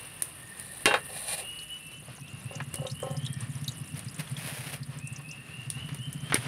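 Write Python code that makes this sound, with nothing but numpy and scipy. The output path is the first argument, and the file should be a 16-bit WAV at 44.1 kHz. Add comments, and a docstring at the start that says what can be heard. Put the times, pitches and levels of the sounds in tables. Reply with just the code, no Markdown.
"""A metal spatula clanks into a wok and scrapes: ringing steel modes, contact noise and stick-slip crackle.
Oil sizzles as dense random bursts and spits as short swelling noise droplets.
Under the wok a wood fire roars, puffs at low pitch, snaps and knocks; an egg taps the wok's low modes.
Behind: two wavering bands of cicada buzz, a bird's whistled rising notes with forest echoes, a faint rumble."""
import sys
import numpy as np
from scipy import signal
from scipy.fft import rfft, irfft, next_fast_len
from scipy.io import wavfile
from scipy.ndimage import map_coordinates

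SR = 44100
rng = np.random.default_rng(int(sys.argv[2]) if len(sys.argv) > 2 else 0)


def master(y):
    """Save y as 16-bit WAV."""
    cut = np.clip(np.atleast_2d(y).T, -1, 1)
    pcm = np.round(cut * 32767)  # scale
    wavfile.write(sys.argv[1], SR, pcm.astype(np.int16))


N = 285327

# Levels in dB are before the trims in each function. Spectra give relative dB per Hz.
# Rumble of air at the microphone: time_s, level_db
BREEZE_LEVEL = [(0, -66), (1.6, -61), (2.3, -68), (5.5, -65), (6.47, -61)]
# Cicadas: time_s, low_band_db, high_band_db
CICADA_LEVELS = [(0, -60, -52.5), (.6, -51.5, -66), (1.1, -53, -60), (1.45, -56, -49), (2.2, -75, -62),
                 (3.3, -55.5, -76), (3.9, -64, -57), (4.7, -60, -82), (6.47, -61, -58)]
# Runs of rising notes: first_s, last_s, gap_s, first_pitch_hz, climb_over_run_hz, level_db
SONG_RUNS = [(2.213, 3.171, .24, 2510, 469.4, -46), (4.996, 6.214, .245, 2437, 518, -42.5)]
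# Held whistles: start_s, length_s, pitch_hz, scoop_from_below_hz, level_db
HELD_WHISTLES = [(1.391, 0.29, 2945, 380, -41.5), (1.695, 0.088, 2964, 27, -37),
                 (1.78, .22, 2690, 8.5, -50.5), (1.9, 0.099, 2990, 24, -47), (3.27, 0.2, 2345, 10, -61),
                 (3.639, 0.21, 2950, 70, -59), (3.818, 0.16, 2720, 24, -54.5)]
# Steady fire roar: time_s, level_db
FIRE_LEVEL = [(0, -56), (1, -53), (1.7, -58), (2.2, -52.5), (2.8, -47.5), (3.4, -45.5), (4.1, -48),
              (5.5, -51.5), (5.85, -46.5), (6.47, -50)]
# Roar spectrum: freq_hz, relative_db
ROAR_SPECTRUM = [(60, -26), (85, 7), (120, 9), (150, 9.5), (210, 1), (300, -6.5), (500, -46), (800, -56)]
# Spells of even, low puffing: first_s, last_s, gap_s, first_db, last_db
PUFF_SPELLS = [(1.868, 2.463, .119, -45, -33), (2.567, 2.684, .059, -33, -34),
               (2.805, 3.053, .124, -29.5, -34), (3.118, 3.692, .064, -29, -30.5),
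               (3.819, 4.327, .127, -31.5, -30), (4.385, 4.747, .072, -33, -34.5),
               (4.821, 5.125, .076, -32, -33), (5.194, 5.494, .1, -36, -45),
               (5.595, 5.855, .087, -35, -31.5), (5.931, 6.47, .077, -31, -31.5)]
# Sharp snaps of wood, oil and steel: start_s, level_db, body_re_crack_db, crack_tilt_db_per_octave
SNAP_EVENTS = [(0.2221, -11, -16.5, 7), (.598, -27.5, -6, 5), (.857, -6, -7, -7), (2.742, -21.5, -10, -1),
               (2.757, -24, -22, 3), (3.002, -32.5, -0.5, 10), (3.112, -30.5, -22, 6),
               (3.993, -25.5, -17, 1), (4.297, -32, -24, 9), (5.7015, -16, -27, -1), (5.946, -28.5, -3, 2),
               (6.129, -26.5, -22, 9), (6.3436, -7.5, -3.5, 0)]
# Crack spectrum before tilt: freq_hz, relative_db
CRACK_SPECTRUM = [(1500, -30), (3500, -13), (5700, -16), (7800, -18.5), (9400, 0.5), (10500, -10.5),
                  (12500, -19), (15400, -31), (16500, -35)]
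# Snap body spectrum: freq_hz, relative_db
BODY_SPECTRUM = [(40, -75), (100, -54), (220, 1), (400, 11), (650, -8), (1100, -9), (1900, 3.5),
                 (3000, -12.5), (5000, -58), (8000, -44)]
# Dull knocks of sticks and shell: time_s, level_db, resonance_hz
KNOCK_EVENTS = [(2.022, -40, 503), (2.083, -38, 557), (2.181, -41.5, 1000), (2.601, -23.5, 1600),
                (2.737, -34, 1930), (5.194, -38, 804), (5.888, -32, 2180), (6.299, -29, 2400),
                (6.3215, -13.5, 1700), (6.3534, -16.5, 2020)]
# Soft egg chatter on the rim: first_s, last_s, gap_s, first_db, last_db
EGG_CHATTERS = [(2.51, 2.58, .035, -42, -48.5), (2.753, 2.85, .032, -45, -35),
                (3.028, 3.143, .038, -29.5, -41.5)]
# Low wok modes under a soft touch: mode_hz, relative_db, t60_s
LOW_MODES = [(400.5, -3, 0.15), (518.6, 4.5, 0.17), (556.6, 3.5, 0.15), (741, -2.5, 0.15),
             (788, -2.5, 0.15), (876, -15, 0.29), (1059, -4, 0.21), (1296, -11, 0.29)]
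# Frying: time_s, simmer_db, fizz_db
FRYING_LEVELS = [(0, -51.5, -48.5), (.4, -55, -50.5), (1.25, -56, -44.5), (2.2, -56, -59),
                 (3.2, -53.5, -55.5), (4.55, -51.5, -55.5), (4.85, -53.5, -57.5), (6.15, -55, -57.5),
                 (6.47, -42, -51)]
# Simmer spectrum: freq_hz, relative_db
SIMMER_SPECTRUM = [(180, -18), (300, 2), (785, -2), (864, -5), (1080, 0.5), (1440, -2.5), (1770, -0.5),
                   (2290, -2), (2860, 0), (3140, -4.5), (5300, -12.5), (6600, -18.5), (8000, -20),
                   (10400, -13), (17600, -120)]
# Fine fizz spectrum: freq_hz, relative_db
FIZZ_SPECTRUM = [(3820, -11), (6500, -27), (6930, -38.5), (7640, -16), (8890, 2.5), (9690, 6),
                 (11000, -10.5), (11800, -8), (12800, -10), (14800, -13.5), (16000, -24)]
# Water flashing to steam in the oil: start_s, length_s, level_db
STEAM_FLARES = [(3.93, .08, -49.5), (4.175, 0.034, -39.5), (4.36, 0.4, -42), (4.44, .04, -45.5),
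                (4.715, 0.024, -43)]
# Steam spectrum: freq_hz, relative_db
STEAM_SPECTRUM = [(150, -35), (350, -5.5), (600, 0.5), (1100, -5.5), (1800, -0.5), (2700, 1), (3500, -5.5),
                  (5000, -8), (7500, -15.5), (9500, -0.5), (12000, -9), (15500, -18), (17000, -40)]
# Loudest droplets bursting in the oil: start_s, peak_db, pitch_hz
LOUD_SPITS = [(1.588, -32, 4420), (2.279, -37.5, 3250), (2.552, -30, 6550), (2.866, -24, 3330),
              (2.898, -31.5, 4300), (3.166, -30.5, 5030), (3.249, -29, 3380), (3.262, -22.5, 3480),
              (3.328, -27.5, 9100), (3.405, -29, 9100), (3.642, -32, 6100), (3.679, -18.5, 3980),
              (4.083, -32.5, 4870), (4.272, -37.5, 3340), (4.365, -28, 3380), (5.071, -27.5, 9100),
              (5.16, -32, 6030), (5.311, -31.5, 5860)]
# Faint droplets: time_s, level_db
FAINT_SPIT_LEVEL = [(0, -48.5), (2.5, -45), (3.4, -43.5), (4.1, -42.5), (4.7, -50), (5.5, -53.5),
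                    (6.47, -43.5)]
# Spatula blows: start_s, level_db, tilt_db_per_octave, base_t60_s
CLANK_BLOWS = [(.857, -17.5, 4.5, 0.2), (.872, -22.5, -7, 0.23), (.910, -19.5, -2.5, 0.092),
               (0.9401, -17.5, 0, 0.098)]
# Wok modes under a hard blow: mode_hz, relative_db, t60_ratio to the blow's base
WOK_MODES = [(424, -1.5, 1.2), (498, -2.5, 1), (545, 3.5, 1), (586, -6, .8), (690, -4, 1), (820, 4.5, 1),
             (908, -3, 1), (1090, 8, 1), (1250, -20, .8), (1400, -3, .7), (1544, 7.5, .8), (1630, -21, 1),
             (1706, 3.5, 1), (1880, -15, .6), (2100, -2, 1), (2240, -19, .8), (2470, -0.5, 1),
             (2465, -9, 1), (2730, 1.5, 2.2), (2830, -7, 2.1), (3090, -9, .8), (3210, 1.5, .9),
             (3310, -7, .8), (3720, -1.5, .9), (3736, -6.5, .8), (4300, -13, 1)]
# Contact noise spectrum before tilt: freq_hz, relative_db
CONTACT_SPECTRUM = [(88, -61), (150, -29), (534, -3), (624, -6), (1060, -8.5), (1260, -7.5), (1530, -5),
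                    (3220, -15), (3490, -38), (3770, -14), (5910, -34.5), (9440, -31), (16000, -73)]
# Spatula pushed over the steel: start_s, length_s, scrape_db, groan_db
SCRAPE_STROKES = [(0.578, 0.24, -48.5, -64), (1.081, 0.025, -45, -45), (1.119, 0.16, -40, -61),
                  (1.276, 0.064, -32.5, -53.5), (1.316, 0.016, -40, -62), (1.368, 0.031, -35, -51),
                  (1.406, 0.022, -62, -46.5)]
# Scrape spectrum: freq_hz, relative_db
SCRAPE_SPECTRUM = [(300, -11), (420, -10), (520, -4), (850, 4), (1200, -6), (1900, -1), (2700, -0.5),
                   (3400, -3.5), (4250, 1), (5500, -10), (7000, -12), (9500, 6.5), (12500, -8.5),
                   (16000, -24)]

TOP_HZ = 15700
NOTE_S, NOTE_RISE_HZ, CLIMB_POWER = .115, 308.8, 1.6
SONG_ARCH_DB, SONG_FADE_DB = 3, 0.5  # dip at both ends of a run; extra drop by its end
SCOOP_S = 0.054  # time constant
PUFF_HALF_S = 0.013  # median half-length
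FLARE_ATTACK_S, FLARE_T60_S = 0.031, 0.076
WET_FROM_S, WET_TO_S = 2.4, 5.45  # lesser spits while the eggs are wet
LESSER_DB, LESSER_SPREAD_DB, LESSER_LOW_HZ, LESSER_HIGH_HZ = -31.5, 9, 3400, 9200
SPIT_LIFE_S, SPIT_WIDTH_RATIO = 0.0031, .12  # time to swell; bandwidth / pitch
SPRAY_S = .014  # longest spray delay
STROKE_ATTACK_S, STROKE_T60_S = 0.023, 0.13


def amp(db):
    """Decibels to gain."""
    return 10 ** (np.asarray(db) / 20)


def unit(x):
    """Scaled to rms 1."""
    return x / np.sqrt(np.mean(x ** 2) + 1e-20)


def seconds(length_s):
    """Time axis."""
    return np.arange(int(length_s * SR)) / SR


def fade(t, t60_s):
    """Exponential decay, 60 dB down after t60_s."""
    return np.exp(-np.log(1000) * t / t60_s)


def curves(rows):
    """One value per sample for each column after the time."""
    time_s, *columns = np.transpose(rows)
    return [np.interp(np.arange(N) / SR, time_s, column) for column in columns]


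def wobble(rate_hz):
    """Smooth random curve, rate_hz knots a second."""
    knots = rng.standard_normal(int(N * rate_hz / SR) + 4)
    return map_coordinates(knots, [np.arange(N) * rate_hz / SR])


def filtered(x, response):
    """Spectrum of x times a response of frequency."""
    size = next_fast_len(len(x) + 8192)
    return irfft(rfft(x, size) * response(np.fft.rfftfreq(size, 1 / SR)), size)[:len(x)]


def coloured(x, spectrum):
    """x shaped by (freq_hz, relative_db) points, at rms 1."""
    freq_hz, db = np.transpose(spectrum)
    return unit(filtered(x, lambda hz: amp(np.interp(np.log(hz + 1), np.log(freq_hz), db))))


def noise(spectrum, size=N):
    """Coloured noise of rms 1."""
    return coloured(rng.standard_normal(size), spectrum)


def band(centre_hz, half_width_hz, size=N):
    """Noise of rms 1 in one resonance."""
    white = rng.standard_normal(size)
    return unit(filtered(white, lambda hz: 1 / (1 + ((hz - centre_hz) / half_width_hz) ** 2)))


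def tilted(spectrum, db_per_octave, pivot_hz=1):
    """Spectrum tilted about pivot_hz."""
    return [(hz, db + db_per_octave * np.log2(hz / pivot_hz)) for hz, db in spectrum]


def crackle(rate_hz, spread_db):
    """Random impulses, most weak and a few strong, at rms 1."""
    sizes = amp(spread_db * np.minimum(rng.exponential(size=N), 4))
    return unit((rng.random(N) < rate_hz / SR) * sizes * rng.choice([-1, 1], N))


def add(track, start_s, sound):
    """Mixes a sound into the track at start_s."""
    start = max(round(start_s * SR), 0)
    track[start:start + len(sound)] += sound[:max(N - start, 0)]


def echo(x, t60_s):
    """Diffuse reflections through a unit-energy noise tail that builds, then decays."""
    t = seconds(1)
    tail = rng.standard_normal(len(t)) * fade(t, t60_s) * (1 - fade(t, t60_s / 10))
    return signal.fftconvolve(x, tail / np.linalg.norm(tail))[:N]


def beats(spells):
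    """The (start_s, level_db) of each beat in spells of even beating."""
    out = []
    for first_s, last_s, gap_s, first_db, last_db in spells:
        count = round(abs(last_s - first_s) / gap_s) + 1
        out.extend(np.linspace((first_s, first_db), (last_s, last_db), count))
    return out


def swells(rows, attack_s, t60_s):
    """Summed gain of (start_s, length_s, level_db) gestures that rise, hold and die away."""
    t = np.arange(N) / SR
    gain = np.zeros(N)
    for start_s, length_s, db in rows:
        rise = np.clip((t - start_s) / attack_s, 0, 1)
        gain += amp(db) * rise * fade(np.maximum(t - start_s - length_s, 0), t60_s)
    return gain


def ring(modes, t):
    """Decaying modes of nominal starting rms 1, with strengths and phases redrawn per strike."""
    hz, db, t60_s = np.transpose(modes)[:, :, None]
    gain = amp(db + rng.normal(0, 1.6, hz.shape))
    waves = gain * np.sin(2 * np.pi * (hz * t + rng.random(hz.shape))) * fade(t, t60_s)
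    return waves.sum(axis=0) * np.sqrt(2 / np.sum(gain ** 2))


def breeze():
    """Air rumbles at the microphone: deep noise of slowly varying level."""
    rumble = noise([(15, -32), (30, -15.5), (50, 3), (75, -4.0), (130, -28), (300, -62)])
    return amp(curves(BREEZE_LEVEL)[0]) * rumble


def cicadas():
    """Two narrow noise bands of buzz, wavering in level."""
    low_db, high_db = curves(CICADA_LEVELS)
    low = amp(low_db - 4 + 2.7 * wobble(10)) * band(1818, 51)
    high = amp(high_db + 0.44 * wobble(5.7)) * band(2780, 170)
    return low + high


def note(pitch_hz, rasp):
    """Whistled sine that swells and fades along an unsteady pitch."""
    u = np.arange(len(pitch_hz)) / len(pitch_hz)
    unsteady = 1 + rasp * wobble(214.3)[:len(pitch_hz)]
    tone = np.sin(2 * np.pi * np.cumsum(pitch_hz * unsteady) / SR)
    return np.sqrt(2 * np.sin(np.pi * u)) * tone


def bird(direct_db=-5, trunks_db=-5, forest_db=-4, forest_t60_s=1.0, whistle_db=-3):
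    """Held whistles and runs of raspy rising notes, each higher than the last, echoed by the trees."""
    runs, held = np.zeros(N), np.zeros(N)
    rise_hz = NOTE_RISE_HZ * np.sin(seconds(NOTE_S) / NOTE_S * np.pi / 2)
    for first_s, last_s, gap_s, first_hz, climb_hz, db in SONG_RUNS:
        for u in np.linspace(0, 1, round((last_s - first_s) / gap_s) + 1):
            pitch_hz = first_hz + climb_hz * u ** CLIMB_POWER + rise_hz
            note_db = db - SONG_ARCH_DB * (2 * u - 1) ** 2 - SONG_FADE_DB * u
            add(runs, first_s + u * (last_s - first_s), amp(note_db) * note(pitch_hz, rasp=0.014))
    runs = runs * amp(1.03 * wobble(70))
    for start_s, length_s, hz, scoop_hz, db in HELD_WHISTLES:
        pitch_hz = hz - scoop_hz * np.exp(-seconds(length_s) / SCOOP_S)
        add(held, start_s, amp(db + whistle_db) * note(pitch_hz, rasp=0.003))
    held = held * amp(2.0 * wobble(40.03))
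    # near trunks answer quickly, the deep forest slowly
    calls = runs + .5 * held
    near = amp(trunks_db) * echo(calls, t60_s=0.4)
    far = amp(forest_db) * echo(calls, forest_t60_s)
    return held + amp(direct_db) * runs + near + far


def flames(pitch_hz=137, roar_db=1, puff_db=0.0, overtone=0.19, hollow_db=-13, cut_hz=78, scatter_db=0.7):
    """Each puff swings the air in the hearth for a few cycles, over a soft noise roar."""
    puffs, t = np.zeros(N), seconds(.16) - .08
    for start_s, db in beats(PUFF_SPELLS):
        phase = 2 * np.pi * (pitch_hz * (1 + 0.066 * rng.normal()) * t + rng.random())
        half_s = PUFF_HALF_S * np.exp(0.095 * rng.normal())
        main_swell = 2 ** (-2 * (t / half_s) ** 2)
        early_swell = 2 ** (-2 * ((t + 0.0063) / half_s) ** 2)
        # the overtone peaks early: the puff starts brighter than it ends
        puff = main_swell * np.sin(phase) + overtone * early_swell * np.sin(1.739 * phase)
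        add(puffs, start_s + t[0], amp(db + puff_db + scatter_db * rng.normal()) * np.sqrt(2) * puff)
    puffs = puffs + amp(hollow_db) * echo(puffs, t60_s=0.24)
    # the puffs carry no deep bass
    puffs = filtered(puffs, lambda hz: 1 - 1 / (1 + (hz / cut_hz) ** 6))
    return puffs + amp(curves(FIRE_LEVEL)[0] + roar_db) * noise(ROAR_SPECTRUM)


def snaps(level_db=-5, crack_t60_s=0.01, tail_db=-17, tail_t60_s=0.18):
    """A hard crack and a duller body of noise, with a fast decay and a weak slower tail."""
    out, t = np.zeros(N), seconds(.2)
    decay = fade(t, crack_t60_s) + amp(tail_db) * fade(t, tail_t60_s)
    for start_s, db, body_db, tilt_db in SNAP_EVENTS:
        crack = noise(tilted(CRACK_SPECTRUM, tilt_db), size=len(t))
        burst = crack + amp(body_db) * noise(BODY_SPECTRUM, size=len(t))
        add(out, start_s, amp(db + level_db) * burst * decay)
    return out


def knocks(level_db=-7, t60_s=0.074, delay_s=0.00109):
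    """Short woody knocks: decaying noise in one broad resonance."""
    out, t = np.zeros(N), seconds(.15)
    for time_s, db, hz in KNOCK_EVENTS:
        knock = band(hz, hz * .5, size=len(t)) * fade(t, t60_s)
        add(out, time_s + delay_s, amp(db + level_db) * knock)
    return out


def egg_taps(level_db=0, thud=0.5):
    """A soft contact rings only the wok's low modes, with a dull thud."""
    out, t = np.zeros(N), seconds(.4)
    for start_s, db in beats(EGG_CHATTERS):
        contact = thud * band(560, 540, size=len(t)) * fade(t, 0.085)
        soft_attack = 1 - fade(t, 0.003)
        add(out, start_s, amp(db + level_db) * (ring(LOW_MODES, t) + contact) * soft_attack)
    return out


def bubbles():
    """Tiny bursts over steady noise."""
    return rng.standard_normal(N) + .6 * crackle(rate_hz=2500, spread_db=3)


def frying(simmer_db=0, fizz_db=-1, flare_db=0):
    """Countless tiny bubbles burst in the oil; denser bursts flare as water flashes to steam."""
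    simmer_curve_db, fizz_curve_db = curves(FRYING_LEVELS)
    simmer_gain = amp(simmer_curve_db + simmer_db + 2.7 * wobble(14))
    simmer = simmer_gain * coloured(bubbles(), SIMMER_SPECTRUM)
    fizz_gain = amp(fizz_curve_db + fizz_db + 0.9 * wobble(30) + 3.4 * wobble(220))
    fizz = fizz_gain * coloured(bubbles(), FIZZ_SPECTRUM)
    boil = crackle(rate_hz=5000, spread_db=4) + .5 * rng.standard_normal(N)
    steam = coloured(boil * amp(1.8 * wobble(70)), STEAM_SPECTRUM)
    return simmer + fizz + amp(flare_db) * swells(STEAM_FLARES, FLARE_ATTACK_S, FLARE_T60_S) * steam


def droplet(pitch_hz, life_s, width_ratio):
    """Noise burst around one pitch that swells and dies, at peak 1."""
    t = seconds(.03)
    hz = np.fft.rfftfreq(len(t), 1 / SR)
    resonance = 1 / (1 + np.abs((hz - pitch_hz) / (pitch_hz * width_ratio)) ** 3)
    burst = irfft(rfft(rng.standard_normal(len(t))) * resonance, len(t))
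    burst = burst * (t / life_s) ** 2 * np.exp(-2 * t / life_s)
    return burst / np.abs(burst).max()


def lesser_spits(count=16):
    """Random (start_s, peak_db, pitch_hz) bursts, mostly high, spread over the wet time."""
    out = []
    for k, (when, size, pitch) in enumerate(rng.random((count, 3))):
        start_s = WET_FROM_S + (WET_TO_S - WET_FROM_S) * (k + when) / count
        pitch_hz = LESSER_HIGH_HZ - (LESSER_HIGH_HZ - LESSER_LOW_HZ) * pitch ** 3
        out.append((start_s, LESSER_DB - LESSER_SPREAD_DB * size, pitch_hz))
    return out


def spits(loud_db=-4, faint_db=0, spray_db=-15):
    """Each loud spit throws four smaller droplets; faint ones crackle throughout."""
    out = np.zeros(N)
    for start_s, db, hz in LOUD_SPITS + lesser_spits():
        add(out, start_s, amp(db + loud_db) * droplet(hz, SPIT_LIFE_S, SPIT_WIDTH_RATIO))
        for delay, pitch in rng.random((4, 2)):
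            spray = droplet(5000 + 6000 * pitch, .0018, width_ratio=.1)
            add(out, start_s + SPRAY_S * delay ** 2, amp(db + spray_db) * spray)
    for when, size, pitch in rng.random((1300, 3)):
        start_s = when * N / SR
        # high droplets are the most common and the strongest
        db = np.interp(start_s, *np.transpose(FAINT_SPIT_LEVEL)) + 10 * size ** 6 - 10 * pitch
        pitch_hz = 10400 / 3.1 ** (pitch ** 3)
        add(out, start_s, amp(db + faint_db) * droplet(pitch_hz, .0017, width_ratio=.1))
    # the bowl scatters every burst
    return out + .45 * echo(out, t60_s=.06)


def spatula(ring_db=-1, clatter_db=-3, clatter_t60_s=0.14, scrape_db=-1):
    """The blade strikes the wok's modes, bounces, then slips and groans over the steel."""
    clanks, t = np.zeros(N), seconds(0.46)
    for start_s, db, tilt_db, t60_s in CLANK_BLOWS:
        modes = [(hz, level_db + tilt_db * np.log2(hz / 1500), ratio * t60_s)
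                 for hz, level_db, ratio in WOK_MODES]
        contact = noise(tilted(CONTACT_SPECTRUM, tilt_db), size=len(t)) * fade(t, clatter_t60_s)
        add(clanks, start_s, amp(db) * (amp(ring_db) * ring(modes, t) + amp(clatter_db) * contact))
    pushes = [(start_s, length_s, db) for start_s, length_s, db, _ in SCRAPE_STROKES]
    presses = [(start_s, length_s, db) for start_s, length_s, _, db in SCRAPE_STROKES]
    push = swells(pushes, STROKE_ATTACK_S, STROKE_T60_S)
    press = swells(presses, STROKE_ATTACK_S, STROKE_T60_S)
    grit = coloured(crackle(rate_hz=3500, spread_db=3.5), SCRAPE_SPECTRUM)
    slips = push * amp(scrape_db + 1.6 * wobble(59.94)) * grit
    groan = press * unit(sum(amp(db) * band(hz, 27.0) for hz, db, _ in LOW_MODES))
    # each slip rings on briefly in the steel
    return clanks + groan + 0.7 * slips + 0.59 * echo(slips, t60_s=0.037)


def scene():
    """Forest, hearth and wok at one microphone."""
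    forest = breeze() + cicadas() + bird()
    fire = flames() + snaps() + knocks()
    wok = egg_taps() + frying() + spits() + spatula()
    return (forest + fire + wok)[None]


def record(dry):
    """The microphone loses the deepest bass and everything from TOP_HZ up."""
    return filtered(dry[0], lambda hz: (hz < TOP_HZ) * (1 - 1 / (1 + (hz / 40) ** 4)))[None]


dry = scene()
out = record(dry)
master(out)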